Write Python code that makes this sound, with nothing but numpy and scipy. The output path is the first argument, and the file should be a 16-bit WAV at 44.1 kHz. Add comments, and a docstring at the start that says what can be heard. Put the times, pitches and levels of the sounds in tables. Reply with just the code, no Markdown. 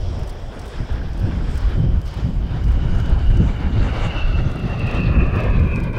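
"""On a windy airfield, four jets approach in formation, their fan whines sinking.
The roar is flickering bands of noise, combed by a delayed copy off the ground; each whine is a smeared tone.
A mid-range roar band and bands of hiss glide with the fan pitch; a harsh tearing edge joins close by.
Gusts, as low noise bands, buffet the single microphone; camera shutters rattle nearby as short noise
bursts through body resonances, over a far roar and faint ticks of more cameras."""
import sys
import numpy as np
from scipy import signal
from scipy.io import wavfile
from scipy.ndimage import uniform_filter1d, map_coordinates

SR = 44100
rng = np.random.default_rng(int(sys.argv[2]) if len(sys.argv) > 2 else 0)


def wrap_up_sound(samples):
    """Save the sound to the file named by the first command line argument, as 16-bit audio."""
    columns = np.atleast_2d(samples).T
    # keep every value between -1 and 1, then stretch to whole-number steps
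    tamed = np.clip(columns, -1, 1)
    steps = np.round(tamed * 32767).astype(np.int16)
    wavfile.write(sys.argv[1], SR, steps)


N = 263718


def from_db(db):
    """Amplitude factor of a level in dB."""
    return 10 ** (np.asarray(db) / 20)


def rms_one(x):
    """Scale to an RMS of 1."""
    return x / np.sqrt(np.mean(x ** 2) + 1e-20)


def in_time(rows):
    """Interpolate each column after start_s to every sample."""
    start_s, *columns = np.transpose(rows)
    return [np.interp(np.arange(N) / SR, start_s, column) for column in columns]


def at_hz(points, hz):
    """Read a spectrum at hz, linear in dB over log frequency."""
    point_hz, point_db = np.array(points).T
    return np.interp(np.log(hz), np.log(point_hz), point_db)


def band(x, low_hz, high_hz):
    """Butterworth band-pass."""
    return signal.sosfilt(signal.butter(2, [low_hz, high_hz], "band", fs=SR, output="sos"), x)


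def drift(corner_hz):
    """Slow noise of RMS 1: two one-pole low-passes at every 40th sample, run in, then interpolated."""
    pole = np.exp(-80 * np.pi * corner_hz / SR)
    white = rng.standard_normal(N // 40 + 2002)
    slow = signal.lfilter([1], [1, -2 * pole, pole * pole], white)[2000:]
    return np.interp(np.arange(N) / 40, np.arange(len(slow)), rms_one(slow))


def turbulence(spectrum, edges_hz, lift_db, from_hz, to_hz, patchy_db, flicker_hz, swell_db):
    """Noise bands flicker together and alone; lift and slow swells grow in from from_hz to to_hz."""
    out = 0
    together = drift(flicker_hz)
    white = rng.standard_normal((2, N + SR))  # the first second runs the filters in
    for k, (low_hz, high_hz) in enumerate(zip(edges_hz, edges_hz[1:])):
        middle_hz = np.sqrt(low_hz * high_hz)
        share = np.clip(np.log(middle_hz / from_hz) / np.log(to_hz / from_hz), 0, 1)
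        flicker_db = patchy_db * (1.07 * together + drift(flicker_hz))
        flicker_db = flicker_db + swell_db * share * drift(1.83)
        band_db = at_hz(spectrum, middle_hz) + share * lift_db + flicker_db
        out = out + from_db(band_db) * band(white[k % 2], low_hz, high_hz)[SR:]
    return out


# gusts on the microphone: start_s, level_db, flutter_db (upper bands; only its swing about the mean counts)
GUSTS = [(0.0, -17.5, -16.5), (0.11, -20, -8.5), (0.3, -27, -12), (0.4, -34.5, -7.5), (0.48, -25, -11),
         (0.54, -39, -4), (0.6, -28, -14), (0.72, -31.5, -12), (0.82, -21, -7), (0.87, -35, -8.5),
         (0.93, -14, -18.5), (1.05, -29.5, 1), (1.1, -18.5, -14), (1.16, -28, -4.5), (1.26, -19, -1),
         (1.62, -25, -9.5), (1.68, -17.5, -15.5), (1.78, -23, 1), (1.84, -19, -2), (1.97, -16.5, -12.5),
         (2.03, -24.5, -10.5), (2.18, -26, -4), (2.27, -16.5, -4), (2.36, -18, -11.5), (2.58, -20.5, -3.5),
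         (2.68, -14.5, -13.5), (3.08, -17, -7), (3.15, -14, -13.5), (3.3, -13, -15), (3.41, -16.5, 1.5),
         (3.54, -12, -13), (3.62, -23, -3), (3.81, -16, -4), (4.2, -24, -8.5), (4.25, -5, -28.5),
         (4.34, -23.5, -3.5), (4.4, -13.5, -9.5), (4.55, -25.5, -2.5), (4.9, -23.5, 2), (5.14, -14.5, -3.5),
         (5.41, -24, 1.5), (5.56, -8.5, -10.5), (5.78, -24.5, 4), (5.98, -20, -6)]
# buffeting spectrum: freq_hz, density_db (per Hz, relative)
BUFFET_SPECTRUM = [(11, -31), (18, -4), (49, -1.5), (76, -4.5), (122, -9), (309, -26), (450, -35.5),
                   (580, -55), (990, -120)]


def wind():
    """Eddies buffet the microphone; the flutter column tilts their upper bands."""
    level_db, flutter_db = in_time(GUSTS)
    edges_hz = 16 * 2 ** np.arange(0, 5.1, .5)
    eddies = turbulence(BUFFET_SPECTRUM, edges_hz, flutter_db - flutter_db.mean(), 58, 147,
                        patchy_db=2.0, flicker_hz=14.0, swell_db=1.2)
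    return from_db(level_db) * rms_one(eddies)


# formation through the air: start_s, roar_db, treble_db (relative; only its swing counts), whine_db
PASS = [(0.0, -50.5, 7, -58), (0.15, -42, -4, -58), (0.4, -45.5, -5.5, -66), (0.6, -42.5, -7.5, -68),
        (0.78, -39.5, -5.5, -67), (0.95, -40.5, -8.5, -69), (1.13, -46.5, -5.5, -78),
        (1.24, -42, -2.5, -72), (1.4, -39, -7.5, -67), (1.55, -40, -1, -60), (1.8, -41, -10, -56),
        (2.04, -46, -13.5, -62), (2.07, -43, 2.5, -56), (2.25, -40.5, -3.5, -57.5), (2.38, -47.5, -9, -68),
        (2.45, -45, -4.5, -56), (2.6, -40.5, -10, -57.5), (2.8, -41, -9, -51.5), (2.98, -35.5, -9, -52),
        (3.3, -38.5, -10, -47), (3.48, -37.5, -10, -56), (3.62, -37, -13.5, -50), (3.82, -32.5, -15, -47.5),
        (3.91, -34, -13, -47), (3.97, -28.5, -7, -48), (4.05, -29, -16.5, -39), (4.17, -31.5, -10, -36.5),
        (4.27, -35, -8, -43), (4.34, -36.5, -5.5, -35), (4.42, -36, -9.5, -44.5), (4.56, -37.5, -13, -52),
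        (4.65, -34, -8.5, -45.5), (4.78, -37.5, -10.5, -42), (4.85, -30, -13.5, -38),
        (4.95, -29, -9.5, -36), (5.08, -32.5, -16, -40.5), (5.16, -30.5, -32.5, -37.5),
        (5.22, -29, -22.5, -33.5), (5.33, -32, -23, -42.5), (5.39, -31, -19.5, -34),
        (5.47, -28, -24, -40.5), (5.65, -38, -12.5, -44), (5.76, -30.5, -23, -33), (5.83, -34, -13.5, -48),
        (5.92, -39.5, -23.5, -47), (5.98, -32, -12, -44)]
# exhaust spectrum: freq_hz, density_db (per Hz, relative)
ROAR_SPECTRUM = [(150, -3), (350, 4.5), (600, -2), (1000, -2.5), (1600, -6.5), (2300, -11.5), (3300, -15.5),
                 (4000, -22), (5000, -22.5), (6500, -44.5), (9000, -45), (16000, -64)]


def roar():
    """Exhaust mixing noise; the air on the way decides how much treble is left."""
    roar_db, treble_db, _ = in_time(PASS)
    edges_hz = 150 * 2 ** np.arange(0, 6.9, 1 / 3)
    jet = turbulence(ROAR_SPECTRUM, edges_hz, treble_db - treble_db.mean(), 1730, 6540,
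                     patchy_db=1.6, flicker_hz=10, swell_db=1.6)
    return from_db(roar_db) * rms_one(jet)


# ground reflection: start_s, lag_ms, strength (0-1)
GROUND = [(0, 1.08, 0.04), (2.5, 1.22, 0.14), (3.3, 1.255, 0.35), (4.1, 1.32, 0.4), (5.1, 1.566, 0.55),
          (5.98, 1.91, 0.86)]
GROUND_CUT_HZ = 2050


def over_ground(direct):
    """Direct sound plus a duller copy off the ground, lagging more as the jets rise above the horizon."""
    lag_ms, strength = in_time(GROUND)
    dull = signal.sosfilt(signal.butter(1, GROUND_CUT_HZ, fs=SR, output="sos"), direct)
    late = map_coordinates(dull, [np.arange(N) - lag_ms * SR / 1000], order=3, mode="nearest")
    return (direct + strength * late) / np.sqrt(1 + strength ** 2)


# fan tones: start_s, pitch_hz (middle), spread (exponent on pitch_ratio)
FAN = [(0, 3260, 0.92), (2, 3103, 1.08), (3, 2960, 0.87), (4.1, 2847, 1.09), (4.4, 2778, 0.65),
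       (4.72, 2745, .55), (4.9, 2670, 1.1), (5.2, 2617, 0.93), (5.98, 2437, 0.78)]


def fan_pitch():
    """Middle fan tone in Hz, sinking as the approach slows."""
    return in_time(FAN)[0]


# the four fans: pitch_ratio, level_db (relative)
ENGINES = [(0.944, -2), (.982, -1), (1.018, -1), (1.058, -10)]
SMEAR_CORNER_HZ = 31


def whine():
    """One fan tone an engine, smeared to a narrow band by turbulent air that makes all four flare together."""
    pitch_hz, spread = in_time(FAN)
    level_db = in_time(PASS)[2]
    fans = 0
    for pitch_ratio, engine_db in ENGINES:
        smear = drift(SMEAR_CORNER_HZ) + 1j * drift(SMEAR_CORNER_HZ)
        turns = np.cumsum(pitch_hz * pitch_ratio ** spread) / SR
        tone = (smear * np.exp(2j * np.pi * turns)).real
        fans = fans + from_db(engine_db + 1.5 * drift(16)) * tone
    flare = from_db(1.8 * drift(11))
    return from_db(level_db) * rms_one(flare * fans)


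def gliding_bands(bands, swell_db, swell_hz):
    """Bands of noise that ride on the fan pitch, each swelling on its own."""
    turns = np.cumsum(fan_pitch()) / SR
    out = 0
    for multiple, half_width_hz, band_db in bands:
        low_pass = signal.butter(2, half_width_hz, fs=SR, output="sos")
        a, b = signal.sosfilt(low_pass, rng.standard_normal((2, N)))
        hiss = ((a + 1j * b) * np.exp(2j * np.pi * multiple * turns)).real
        out = out + from_db(band_db + swell_db * drift(swell_hz)) * rms_one(hiss)
    return out


# mid-range roar band: multiple (of fan pitch), half_width_hz, band_db (relative)
MID_ROAR_BANDS = [(.5, 118, -2.5)]
# its level: start_s, level_db
MID_ROAR_LEVEL = [(0, -70), (0.4, -66), (0.9, -51), (1.12, -52), (1.3, -47), (1.65, -54), (2.3, -68),
                  (2.65, -54), (3.0, -48), (3.25, -49), (3.6, -58), (3.9, -55), (4.18, -38.5), (4.35, -45),
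                  (4.6, -59), (5.0, -74), (5.98, -82)]


def mid_roar():
    """A swelling mid-range band of roar, set at half the fan pitch."""
    level_db = in_time(MID_ROAR_LEVEL)[0]
    return from_db(level_db) * gliding_bands(MID_ROAR_BANDS, swell_db=3.0, swell_hz=21.0)


SPEED_M_S, NEAREST_M, ABEAM_S = 108, 510, 6.96  # straight flight


def nose_on():
    """Cosine of the angle between the heading and the line to the microphone."""
    ahead_m = SPEED_M_S * (ABEAM_S - np.arange(N) / SR)
    return ahead_m / np.hypot(ahead_m, NEAREST_M)


def thrown_forward(head_on_db, treble_share, loss_db_per_halving):
    """Gain that swings with the roar's treble and fades as the cosine off the nose falls."""
    roar_db, treble_db, _ = in_time(PASS)
    swing_db = roar_db + treble_db - np.mean(roar_db + treble_db)
    beam_db = loss_db_per_halving * np.log2(np.clip(nose_on(), .02, 1))
    return from_db(head_on_db + treble_share * swing_db + beam_db)


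# intake hiss: multiple (of fan pitch), half_width_hz, band_db (relative)
INTAKE_BANDS = [(.45, 382, -5), (1.03, 260, -4.5), (1.62, 486, -3)]


def intakes():
    """Broad bands of fan hiss, thrown forward from the intakes."""
    beam = thrown_forward(head_on_db=-52, treble_share=0.53, loss_db_per_halving=11.4)
    return beam * gliding_bands(INTAKE_BANDS, swell_db=0.8, swell_hz=6.0)


# hiss above the roar: multiple (of fan pitch), half_width_hz, band_db (relative)
TOP_HISS_BANDS = [(2.15, 600, 6), (2.5, 430, 4.5), (3.0, 513, -1.5)]
# its level: start_s, level_db
TOP_HISS_LEVEL = [(0, -67), (0.35, -70), (0.7, -60.5), (1.05, -77), (1.5, -61.5), (1.85, -73),
                  (2.15, -64.5), (2.45, -72), (3.0, -64), (3.25, -69), (3.47, -59), (3.62, -72),
                  (3.85, -59), (3.93, -65), (4.05, -53.5), (4.18, -86), (4.42, -63), (4.6, -81),
                  (5.98, -91)]


def top_hiss():
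    """Patchy bands of noise above the roar that sink with the whine."""
    hiss = gliding_bands(TOP_HISS_BANDS, swell_db=2.5, swell_hz=10.0)
    return from_db(in_time(TOP_HISS_LEVEL)[0]) * rms_one(hiss)


FAR_START_DB, FAR_DIES_DB_PER_S = -42.5, 2.5
FAR_LOW_HZ, FAR_HIGH_HZ = 332, 730


def far_roar():
    """Low noise with the treble long lost, dying away."""
    level_db = FAR_START_DB - FAR_DIES_DB_PER_S * np.arange(N) / SR
    low_noise = rms_one(band(rng.standard_normal(N), FAR_LOW_HZ, FAR_HIGH_HZ))
    return from_db(level_db + 0.34 * drift(0.92)) * low_noise


FAR_TICKS_PER_S, FAR_TICK_DB = 50, -69.5  # median rate, median onset gain


def far_shutters():
    """Faint ticks of cameras further along, in clumps: decaying bursts of high noise."""
    chance = FAR_TICKS_PER_S * from_db(6.0 * drift(3)) / SR
    ticks = (rng.random(N) < chance) * from_db(rng.normal(0, 1.0, N))
    decay = np.exp(-1 / (0.0035 * SR))  # 3.5 ms
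    bursts = signal.lfilter([1], [1, -decay], ticks + 1e-18)
    return from_db(FAR_TICK_DB) * bursts * rms_one(band(rng.standard_normal(N), 4600, 13000))


# parts moving after each camera's release: delay_ms, level_db (relative to shot), rattle_ms (capped at 15)
MECHANISMS = {"heavy": [(0, -3.5, 3), (39, -8.5, 14), (59.5, -5.5, 19), (94, -13, 6)],
              "crisp": [(0, -3, 2.7), (5.58, 9, 1.55), (21.6, -19, 6), (46.8, 1, 5.2), (79, -3, 13)],
              "slow": [(0, -4.5, 7.6), (96, 1.5, 3.4)]}
# shots of each camera: start_s, level_db
SHOTS = {"heavy": [(0.2324, -47), (0.6155, -49.5), (1.1322, -53), (1.5115, -47), (2.0146, -51.5)],
         "crisp": [(2.6360, -57), (4.5094, -57), (4.8641, -55), (5.3545, -54), (5.7532, -55.5)],
         "slow": [(2.9990, -50.5), (4.6962, -56), (5.5003, -55), (5.8345, -59)]}
# further single contacts, some from the cameras above: start_s, level_db
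TICKS = [(0.192, -59), (0.592, -53), (0.9233, -60), (1.3568, -65), (1.5429, -59), (2.061, -62),
         (2.138, -57), (2.1715, -58), (2.9482, -59), (2.9831, -59), (3.056, -58), (3.19, -65), (3.265, -60),
         (3.3054, -59), (3.369, -51.5), (3.602, -62), (4.276, -63), (4.4962, -60), (5.0025, -62),
         (5.264, -61)]
TICK_RATTLE_MS = 7.5


def contacts():
    """Every shot runs through its camera's mechanism: rows of start_s, level_db, rattle_ms."""
    rows = []
    for camera, shots in SHOTS.items():
        for shot_s, shot_db in shots:
            for delay_ms, part_db, rattle_ms in MECHANISMS[camera]:
                rows.append((shot_s + delay_ms / 1000, shot_db + part_db, rattle_ms))
    return rows + [(tick_s, tick_db, TICK_RATTLE_MS) for tick_s, tick_db in TICKS]


# camera body resonances: freq_hz, width_hz, mode_db (relative)
CAMERA_BODY = [(5200, 1850, 11.5), (8140, 2300, 8), (11260, 2600, 1), (13700, 6100, -1)]
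SETTLING_S, SETTLING_DB = .016, -13


def shutters():
    """Each contact is an uneven rattle, coloured anew by the broad resonances of the camera body."""
    rows = contacts()
    length = 2600
    t = np.arange(length) / SR
    rattles = rng.standard_normal((len(rows), length))
    uneven = from_db(18.0 * uniform_filter1d(rng.standard_normal(rattles.shape), size=40, axis=1))
    colours_db = rng.normal(0, 1.8, (len(rows), len(CAMERA_BODY)))
    rattle_s = np.clip(np.array(rows)[:, 2:3], .5, 15) / 1000
    # parts chatter for a while, then springs and mirror settle
    chatter = np.exp(-(t / rattle_s) ** 4)
    settling = from_db(SETTLING_DB) * np.exp(-t / SETTLING_S)
    attack = 1 - np.exp(-t / .0008)
    rattles = rattles * uneven * (chatter + settling) * attack
    rings = 0
    for k, (freq_hz, width_hz, mode_db) in enumerate(CAMERA_BODY):
        mode = band(rattles, freq_hz - width_hz / 2, freq_hz + width_hz / 2)
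        rings = rings + from_db(mode_db + colours_db[:, k:k + 1]) * mode
    out = np.zeros(N + length)
    for (start_s, level_db, _), ring in zip(rows, rings):
        at = round(start_s * SR)
        out[at:at + length] += from_db(level_db) * ring
    return out[:N]


TEARING_LOW_HZ, TEARING_HIGH_HZ = 2880, 4770
# harsh edge of the roar: start_s, level_db
TEARING_LEVEL = [(3.3, -80), (3.65, -59), (3.83, -49.5), (3.9, -65), (4.0, -51), (4.18, -55.5), (4.4, -64),
                 (4.7, -56), (4.92, -54), (5.06, -50.5), (5.25, -70), (5.98, -75)]


def tearing():
    """The harsh upper edge of the close roar: steeply bounded noise, roughened by fast flicker."""
    once = band(rng.standard_normal(N), TEARING_LOW_HZ, TEARING_HIGH_HZ)
    hiss = band(once, TEARING_LOW_HZ, TEARING_HIGH_HZ)
    return from_db(in_time(TEARING_LEVEL)[0] + 3.5 * drift(22)) * rms_one(hiss)


# band above twice the fan pitch: multiple (of fan pitch), half_width_hz, band_db (relative)
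OVERTONE_BANDS = [(2.17, 302, -10)]
# its level: start_s, level_db
OVERTONE_LEVEL = [(3.4, -85), (3.8, -65), (4.05, -67), (4.15, -69), (4.3, -62.5), (4.5, -60), (4.65, -85)]


def overtone():
    """A short-lived band of hiss above twice the fan pitch."""
    level_db = in_time(OVERTONE_LEVEL)[0]
    return from_db(level_db) * gliding_bands(OVERTONE_BANDS, swell_db=5.5, swell_hz=8.0)


def scene():
    """Jets, wind, far roar and cameras, alike in both tracks."""
    jets = over_ground(roar()) + whine() + mid_roar() + intakes() + top_hiss() + tearing() + overtone()
    mono = wind() + jets + far_roar() + far_shutters() + shutters()
    return np.array([mono, mono])


SHARED_HISS_DB, OPPOSED_HISS_DB, OPPOSED_RUMBLE_DB = -69, -72.5, -63
HISS_EDGE_HZ, CUTOFF_HZ = 8000, 15800


def record(dry):
    """Rounded peaks, a shared hiss, thin hiss and rumble of opposite sign in the tracks; the top is cut."""
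    shared, hiss, rumble = rng.standard_normal((3, N))
    hiss = signal.sosfilt(signal.butter(6, HISS_EDGE_HZ, "high", fs=SR, output="sos"), hiss)
    opposed = from_db(OPPOSED_HISS_DB) * rms_one(hiss)
    opposed = opposed + from_db(OPPOSED_RUMBLE_DB) * rms_one(band(rumble, 22, 59))
    rounded = 0.83 * np.tanh(dry / 0.62)
    wet = rounded + from_db(SHARED_HISS_DB) * shared + opposed * [[1], [-1]]
    return signal.sosfilt(signal.ellip(12, .5, 70, CUTOFF_HZ, fs=SR, output="sos"), wet)


dry = scene()
out = record(dry)
wrap_up_sound(out)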